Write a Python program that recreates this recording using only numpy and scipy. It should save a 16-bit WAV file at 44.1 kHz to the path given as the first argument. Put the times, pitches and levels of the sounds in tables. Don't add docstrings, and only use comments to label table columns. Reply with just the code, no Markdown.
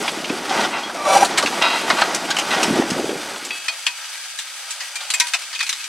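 import sys
import numpy as np
from scipy import signal
from scipy.fft import rfft, irfft
from scipy.io import wavfile
from scipy.ndimage import uniform_filter1d, map_coordinates

SR = 44100
rng = np.random.default_rng(int(sys.argv[2]) if len(sys.argv) > 2 else 0)


def persist_wave(psi):
    counts = np.round(np.clip(psi, -1, 1) * 32767).astype(np.int16)
    wavfile.write(sys.argv[1], SR, np.atleast_2d(counts).T)


N = 259303
T = np.arange(N) / SR


def undb(db):
    return 10 ** (np.asarray(db) / 20)


def unit(x):
    return x / np.sqrt(np.mean(x ** 2) + 1e-18)


def curves(table):
    s, *columns = np.transpose(table)
    return [np.interp(T, s, column) for column in columns]


def colour_db(points, hz):
    f, db = np.transpose(points)
    return np.interp(np.log(hz + 1), np.log(f), db)


def shape(x, gain):
    size = 2048
    hz = np.arange(size // 2 + 1) * SR / size
    cepstrum = irfft(np.log(gain(hz) + 1e-6))
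    cepstrum[1:size // 2] *= 2
    cepstrum[size // 2 + 1:] = 0
    response = irfft(np.exp(rfft(cepstrum)))
    return signal.fftconvolve(x, response)[:len(x)]


def tint(x, points):
    return shape(x, lambda hz: undb(colour_db(points, hz)))


def highpass(x, order, hz):
    return signal.sosfilt(signal.butter(order, hz, "high", fs=SR, output="sos"), x)


def fade(t, t60):
    return np.exp(-np.log(1000) * t / t60)


def walk(rate):
    hold = max(int(SR / rate), 1)
    steps = np.repeat(rng.standard_normal(N // hold + 1), hold)
    return unit(uniform_filter1d(steps, hold)[:N])


def add(out, s, sound):
    i = max(int(s * SR), 0)
    out[i:i + len(sound)] += sound[:N - i]


def together(*gains):
    return np.sqrt(sum(gain ** 2 for gain in gains))


def resonances(modes, hz):
    return sum(undb(2 * db) / (1 + (2 * (hz - f) / width) ** 2) for f, width, db in modes)


def impacts(rate, scatter_db):
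    hit = rng.random(N) < rate / SR
    size = np.minimum(rng.exponential(size=N), 4)
    sign = rng.choice([-1, 1], N)
    return unit(hit * undb(scatter_db * size) * sign)


def shower(points, rate, scatter_db, t60, flicker_db):
    t, out = T[:SR // 8], 0
    for _ in range(4):
        ring = unit(rng.standard_normal(len(t)) * fade(t, t60))
        hits = signal.oaconvolve(impacts(rate, scatter_db), ring)[:N]
        out = out + hits * undb(flicker_db * walk(25))
    return unit(tint(out, points))


# (time [s], level [dB])
POUR_LEVEL = [(0, -31), (.9, -35.5), (1.2, -31), (3.1, -34), (3.5, -41.5), (3.7, -89), (4.4, -75.5),
              (5.88, -66)]
# (time of peak [s], stones level [dB], lumps level [dB], t60 [s])
RUBBLE_SLIDES = [(.62,-20,-25.5,0.62), (1.24,-40,-31.5,1.1), (1.66,-26,-56,6.7), (2.04,-23,-40,1),
                 (2.61,-20.5,-30.5,0.81), (2.78,-30.5,-20.5,0.22), (2.99,-59,-25.5,1.06)]
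SLIDE_RISE_S = 0.15
POUR_STONES_DB = 2.5


def flow():
    pour = undb(curves(POUR_LEVEL)[0])
    stones, lumps = pour * undb(POUR_STONES_DB), pour
    for s, stones_db, lumps_db, t60 in RUBBLE_SLIDES:
        rise = np.exp(-(np.minimum(T - s, 0) / SLIDE_RISE_S) ** 2)
        swell = rise * fade(np.maximum(T - s, 0), t60)
        stones = together(stones, undb(stones_db) * swell)
        lumps = together(lumps, undb(lumps_db) * swell)
    return stones, lumps


# (frequency [Hz], level [dB])
LUMP_COLOUR = [(25, -29), (70, -25.5), (115, -21.5), (180, -8), (310, 0), (480, -4.5), (800, -7.5),
               (1600, -59.5)]
# (frequency [Hz], level [dB])
STONE_COLOUR = [(220, -64), (350, -28.5), (520, -5), (780, -1.5), (1350, -3), (2000, -8.5), (3200, -12),
                (6000, -16.5), (12000, -53)]
# (time [s], stones level [dB], grit level [dB])
TRICKLE_LEVELS = [(0, -45, -32.5), (.9, -41, -41), (1.4, -28, -31.5), (3.5, -84, -33.5),
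                  (4.15, -56.5, -33.5), (5.1, -40, -33.5), (5.88, -60, -33)]


def rubble():
    stone_flow, lump_flow = flow()
    stone_flow = together(stone_flow, undb(curves(TRICKLE_LEVELS)[0]))
    lumps = shower(LUMP_COLOUR, rate=150, scatter_db=-2.0, t60=0.016, flicker_db=2.0)
    stones = shower(STONE_COLOUR, rate=160, scatter_db=0.5, t60=0.08, flicker_db=3.0)
    return lumps * lump_flow + stones * stone_flow


# (frequency [Hz], level [dB])
GRIT_COLOUR = [(400, -50), (900, -9.5), (1800, 1.5), (3000, -1), (5000, -4), (8000, -7), (10500, -13.5),
               (13000, -20), (16000, -34)]
SHED_GRIT_DB = -10.5
JAW_GRIT_DB = -9


def grit():
    trickle = undb(curves(TRICKLE_LEVELS)[1])
    shed = undb(SHED_GRIT_DB) * together(*flow())
    ground = undb(curves(GRIND_LEVEL)[0] + JAW_GRIT_DB)
    hiss = shower(GRIT_COLOUR, rate=700, scatter_db=1.0, t60=0.027, flicker_db=2.0)
    return hiss * together(trickle, shed, ground)


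# (frequency [Hz], level [dB])
AIR_COLOUR = [(25, 2), (120, -2.5), (300, -12), (1000, -37)]
AIR_DB = -77.5


def air():
    ports = []
    for _ in range(2):
        rumble = unit(tint(rng.standard_normal(N), AIR_COLOUR))
        ports.append(rumble * undb(AIR_DB + 2 * walk(2.3)))
    return np.array(ports)


def ringing(x, main_hz, ring_t60=0.072, ring_db=-13, main_db=-16, main_width_hz=260):
    t = T[:SR // 20]
    hz = 650 * 2 ** ((np.arange(40)[:, None] + rng.random((40, 1))) / 10)
    decay = fade(t, ring_t60 * np.sqrt(3000 / hz))
    modes = rng.standard_normal((40, 1)) * hz * np.sin(2 * np.pi * hz * t) * decay
    modes = modes.sum(0)
    main = np.sin(2 * np.pi * main_hz * t) * np.exp(-np.pi * main_width_hz * t)
    response = undb(ring_db) * modes / np.linalg.norm(modes)
    response += undb(main_db) * main / np.linalg.norm(main)
    return 0.6 * x + signal.fftconvolve(x, response)[:len(x)]


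# (frequency [Hz], level [dB])
CRACK_COLOUR = [(40, -16), (200, 0), (450, -29), (900, -9), (2500, 2), (4500, -1.5), (8000, -5.5),
                (11000, -15.5), (16000, -34.5)]


def crack(body_db, bright_db, main_hz, hold_s, t60, snap=0.57, snap_s=0.0015,
          body_lag_share=0.309, tail_db=-29, tail_t60=0.98, ragged_db=2.5, burst_db=-4):
    t = T[:SR // 5]
    steps = np.repeat(rng.standard_normal(len(t) // 10), SR // 1000)[:len(t)]
    snaps = unit(rng.standard_normal(len(t)) * undb(ragged_db * steps))
    onset = 1 + snap * np.exp(-t / snap_s)
    burst = undb(burst_db) * snaps * onset * fade(np.maximum(t - hold_s, 0), t60)
    tail = undb(tail_db) * rng.standard_normal(len(t)) * fade(t, tail_t60)
    fracture = ringing(burst + tail, main_hz)
    edge = tint(fracture, [(200, -25), (450, -21), (1000, 4.5), (1700, 3.5), (4200, 6),
                           (7500, bright_db + 15.0)])
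    slab = tint(fracture, [(300, body_db - 19.5), (650, body_db + 17), (1100, body_db + 6.5),
                           (1700, body_db), (3000, body_db - 41.0)])
    lag = int(abs(body_lag_share * hold_s) * SR)
    return tint(edge + np.pad(slab, (lag, 0))[:len(t)], CRACK_COLOUR)


# (time [s], level [dB], relative body [dB], relative brightness [dB],
# main resonance [Hz], length of the fracture [s])
SNAPPING_CONCRETE = [(.0795,-9,4.5,-18,3380,0.0059), (.243,-14,-19,-19,3240,0.0043),
                     (.2944,-16,-9,-24,2560,.004), (.495,-15.5,4,-14,815,0.0063),
                     (.609,-14,8,-30,4040,0.0073), (.896,-26.5,22.5,-14,6460,0.0026),
                     (1.2467,-14,3,-3,4630,0.0081), (1.3755,-2.5,1.5,-10.5,2240,.011),
                     (1.4259,-10,6,-17,1400,0.0068), (1.4595,-10.5,0,-17,2700,0.015),
                     (1.622,-10.5,3,-19,1500,0.0066), (1.9003,-1.5,10.5,-21.5,2140,0.0036),
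                     (1.917,-19,13,-27,1190,0.0086), (2.011,-15,2,-10,2700,0.0044),
                     (2.017,-5,11.5,-27,1620,0.0045), (2.1473,-13.5,-14,-1.5,6200,.002),
                     (2.16,-22,-16,-3,6200,0.0025), (2.3042,-7,1,-15.5,1620,.009),
                     (2.3665,-10.5,3,-11,2910,0.0036), (2.3865,-8,-10,-10,3070,0.009),
                     (2.6302,-7,-6,-10,1360,0.0065), (2.9027,-17,-10,-7,6500,0.0055),
                     (3.092,-19.5,-15,-27,3360,.006), (3.3605,-18,7.5,-33,1530,0.0035),
                     (3.449,-28,-20,3.5,7760,.006), (3.506,-16.5,-18,-24,2700,.004),
                     (3.6822,-8.5,-27,-15.5,2470,.003), (3.866,-7,-10,-14,3480,0.0044),
                     (4.3875,-16.5,-28,-6.5,3990,0.0055), (4.706,-19.5,-16,-2.5,4630,0.0044),
                     (4.806,-16.5,-17,-14,2000,0.0073), (4.9555,-18,-25,-4,4840,.005),
                     (5.0094,-22,-18,-12,4700,0.0036), (5.1028,-12.5,-24,-5.5,4800,0.0044),
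                     (5.1382,-10.5,-25,-5,2200,0.0052), (5.1992,-6.5,-25,-5,6000,0.0072),
                     (5.2694,-21.5,-24,-5,4470,0.019), (5.3355,-6,1,-13.5,2610,.011),
                     (5.53,-17.5,-24,-18,2020,.006), (5.548,-18.5,-21,-11,3750,0.0067),
                     (5.5919,-16,-20,-16,2940,.005), (5.6043,-9.5,-17,-17.5,2530,0.0067),
                     (5.6279,-14,-11,-11.5,2500,0.0058), (5.666,-18.5,-24,-10,4300,0.0055),
                     (5.6925,-10,-18,-7.5,4100,0.0045), (5.7275,-12.5,-20,-12.5,3950,.004),
                     (5.8408,-21,-12,-9.5,2460,0.0067)]
CRACK_T60_S = 0.096
DECAY_DB_PER_DOUBLING = 26
CHIP_COUNT, CHIP_DB, CHIP_SPREAD_DB = 18, -30.5, 5.5
CHIP_BODY_DB, CHIP_BRIGHT_DB = -11, -19
CHIP_HZ = 2540
CHIP_HOLD_S = 0.0042


def cracks(from_s=0):
    out = np.zeros(N)
    chips = []
    for k, (when, size) in enumerate(rng.random((CHIP_COUNT, 2))):
        s = (k + when) * N / SR / CHIP_COUNT
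        db = CHIP_DB + CHIP_SPREAD_DB * (2 * size - 1)
        hz = CHIP_HZ * 2 ** (1 - size)
        chips.append((s, db, CHIP_BODY_DB, CHIP_BRIGHT_DB, hz, CHIP_HOLD_S))
    for s, db, body_db, bright_db, main_hz, hold_s in list(SNAPPING_CONCRETE) + chips:
        if s >= from_s:
            t60 = CRACK_T60_S * 2 ** (bright_db / DECAY_DB_PER_DOUBLING)
            add(out, s, undb(db) * crack(body_db, bright_db, main_hz, hold_s, t60))
    return out


# (time [s], level [dB], pitch [Hz])
LUMP_LANDINGS = [(0.3011,-10,290), (1.433,-12,570), (1.448,-15,265), (2.679,-13,228), (2.707,-7.5,253),
                 (2.726,-12,220), (2.765,-27,444), (2.788,-7.5,407), (2.7953,-4.5,284), (2.916,-10.5,216),
                 (2.995,-12.5,400), (3.042,-12,380), (3.091,-11.5,422), (3.129,-17,415)]
THUD_T60_S = 0.36


def thuds(contact_s=0.0028, crumble_db=-12, lowest_hz=110):
    out, t = np.zeros(N), T[:SR // 4]
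    for s, db, pitch in LUMP_LANDINGS:
        contact = (t / contact_s * np.exp(1 - t / contact_s)) ** 2
        push = np.sin(2 * np.pi * pitch * t) * contact

        def band(hz):
            return 1 / (1 + ((hz + 1) / pitch - pitch / (hz + 1)) ** 2)
        crumbs = shape(rng.standard_normal(len(t)) * fade(t, THUD_T60_S), band)
        thud = push + undb(crumble_db) * crumbs / np.abs(crumbs).max()
        add(out, s, undb(db) * highpass(thud, 2, lowest_hz))
    return out


# (time of peak [s], level [dB], pitch [Hz], rise [s])
JAW_SQUEALS = [(.513,-16,780,0.012), (.96,-22.5,675,0.014), (1.025,-23.5,1170,0.043),
               (1.068,-15.5,1150,.025), (1.096,-18.5,610,0.035), (1.14,-17,1155,0.042),
               (1.169,-8,795,0.022), (1.233,-8,784,0.0093)]


def squeals(release_s=0.0071, waver=0.016, rough_db=3.0, overtone_db=-17):
    out = np.zeros(N)
    wander = np.cumsum(1 + waver * walk(150)) / SR
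    rough = undb(rough_db * walk(200))
    for s, db, hz, rise in JAW_SQUEALS:
        near = np.abs(T - s) < .2
        t, phase = T[near] - s, 2 * np.pi * hz * wander[near]
        tone = sum(undb(overtone_db * np.log2(k)) * np.sin(k * phase) for k in range(1, 6))
        swell = np.exp(-(t / np.where(t < 0, rise, release_s)) ** 2)
        out[near] += undb(db) * tone * rough[near] * swell
    return out


# (time [s], level [dB], treble edge [Hz], swell [s], t60 [s])
SLAB_SCRAPES = [(.55,-23.5,2470,0.043,0.34), (.715,-19.5,2940,0.028,.34), (1.611,-14,4530,0.0072,0.84),
                (1.715,-22.5,4400,0.012,0.63), (1.972,-16.5,4300,0.016,0.25), (2.505,-16,3700,0.004,0.24),
                (2.57,-23.5,2490,0.1,0.47)]
# (frequency [Hz], width [Hz], level [dB])
SLAB_RESONANCES = [(660,49,-0.5), (926,51,3), (1140,70,-4.5), (1340,33,0.5), (1507,20,3), (1990,76,-1.5),
                   (2510,38,0.5), (2750,75,-0.5), (3246,31,1.5), (3830,35,0), (4110,47,0), (4960,60,-5)]


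def scrapes(slip_rate=1300, slip_db=2.5, rasp_db=-25):
    out, t = np.zeros(N), T[:SR // 2]
    for s, db, edge_hz, swell, t60 in SLAB_SCRAPES:
        hit = rng.random(len(t)) < slip_rate / SR
        slips = rng.choice([-1, 1], len(t)) * hit * undb(slip_db * rng.standard_normal(len(t)))

        def body(hz):
            power = resonances(SLAB_RESONANCES, hz) + undb(2 * rasp_db)
            treble_cut = 1 + (hz / edge_hz) ** 6
            bass_cut = 1 + (550 / (hz + 1)) ** 6
            return np.sqrt(power / treble_cut / bass_cut)
        rasp = unit(shape(slips, body))
        envelope = np.minimum(t / swell, 1) * fade(np.maximum(t - swell, 0), t60)
        add(out, s, undb(db) * rasp * envelope)
    return out


# (time [s], level
# [dB], lowest mode [Hz], t60 [s], tilt [dB per octave])
STRUCK_BARS = [(0.834,-31,3290,0.22,-12), (3.507,-32,2580,0.54,-2.5), (3.686,-21.5,2480,0.099,0),
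               (3.867,-26.5,2524,0.2,-14), (4.812,-38,1935,0.23,-23), (4.957,-31.5,2384,0.21,-25),
               (5.139,-24,2510,0.17,-20), (5.559,-28,2510,0.07,-12), (5.607,-26,2507,0.18,-8),
               (5.804,-34.5,2590,0.078,-12)]
# (frequency ratio, level [dB])
BAR_MODE_RATIOS = [(1, 7), (1.284, 1.5), (1.54, -10), (1.79, 1)]


def bars():
    out, t = np.zeros(N), T[:SR // 2]
    for s, db, hz, t60, tilt_db in STRUCK_BARS:
        ring = 0
        for ratio, mode_db in BAR_MODE_RATIOS:
            gain = undb(mode_db + tilt_db * np.log2(ratio))
            ring = ring + gain * np.sin(2 * np.pi * hz * ratio * t)
        add(out, s, undb(db) * ring * fade(t, t60))
    return highpass(out, 4, 700)


# (time [s], level [dB])
GRIND_LEVEL = [(.94, -35), (1.04, -29), (1.056, -23), (1.12, -14), (1.167, -14.5), (1.2, -18), (1.232, -15),
               (1.27, -27), (1.311, -50)]
# (frequency [Hz], width [Hz], level [dB])
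JAW_RESONANCES = [(560,43,8), (603,22,5), (670,40,5), (778,18,10), (862,20,2), (953,21,10.5), (1156,22,2),
                  (1343,25,3.5), (1537,29,-0.5), (2300,77,-4), (2590,62,-6), (3480,38,-8), (4020,67,-8),
                  (4560,53,-20), (5740,130,-7), (7050,65,-10), (8700,110,-13), (9900,300,-16.5)]
JAW_GLIDE_PER_S = 0.1575


def grinding(rasp_db=-31, judder_hz=170, judder_db=2.0, even_s=0.02):
    def body(hz):
        rasp = undb(2 * rasp_db) / (1 + (hz / 7000) ** 2)
        cuts = 1 + (420 / (hz + 1)) ** 4 + (hz / 12000) ** 8
        return np.sqrt(resonances(JAW_RESONANCES, hz) + rasp) / cuts
    slips = unit(shape(impacts(rate=1500, scatter_db=2.0), body))
    start, end = GRIND_LEVEL[0][0], GRIND_LEVEL[-1][0]
    from_middle = np.clip(T, start, end) - (start + end) / 2
    glide = T + JAW_GLIDE_PER_S * from_middle ** 2 / 2
    sound = map_coordinates(slips, [glide * SR], mode="mirror")
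    even = sound / np.sqrt(uniform_filter1d(sound ** 2, int(even_s * SR)) + 1e-9)
    judder = undb(judder_db * np.tanh(walk(judder_hz)))
    return ((T > start) & (T < end)) * even * judder * undb(curves(GRIND_LEVEL)[0])


# (time [s], level [dB])
JAW_KNOCKS = [(1.903, -22.5), (3.869, -33), (5.203, -21)]
# (frequency [Hz], level [dB], t60 [s])
KNOCKED_JAW_MODES = [(963,0.5,0.25), (1556,-3,0.2), (1900,2,0.16), (2150,10.5,0.069), (2490,-3.5,0.3),
                     (3950,-2,0.11), (4450,-4,0.074), (4673,-12,0.18)]


def clanks(bloom_cycles=10):
    out, t = np.zeros(N), T[:SR // 2]
    for s, db in JAW_KNOCKS:
        ring = 0
        for hz, mode_db, t60 in KNOCKED_JAW_MODES:
            bloom = 1 - np.exp(-(hz * t / bloom_cycles) ** 2)
            ring = ring + undb(db + mode_db) * np.sin(2 * np.pi * hz * t) * fade(t, t60) * bloom
        add(out, s, ring)
    return highpass(out, 4, 700)


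# (frequency [Hz], side minus mid [dB])
EAR_SPREAD = [(700, -40), (1400, -58), (2500, -12), (4400, -4.5), (8000, -2), (13000, 1.5)]
# (time [s], width [dB], left minus right [dB])
STEREO_IMAGE = [(3.42, -45, 0), (3.58, 2.5, 1.5)]


def scene(scattered_cracks_db=-3):
    mid = rubble() + grit() + cracks() + thuds() + squeals() + scrapes() + bars() + grinding() + clanks()
    width_db, pan_db = curves(STEREO_IMAGE)
    scattered = grit() + undb(scattered_cracks_db) * cracks(from_s=STEREO_IMAGE[0][0])
    side = tint(scattered, EAR_SPREAD) * undb(width_db)
    panned = mid * undb(np.array([pan_db, -pan_db]) / 2)
    return panned + np.array([side, -side]) + air()


TOP_HZ = 15800


def record(dry):
    rounded = dry / (1 + (dry / .92) ** 8) ** (1 / 8)
    return signal.sosfilt(signal.ellip(8, .2, 70, TOP_HZ, fs=SR, output="sos"), rounded)


dry = scene()
out = record(dry)
persist_wave(out)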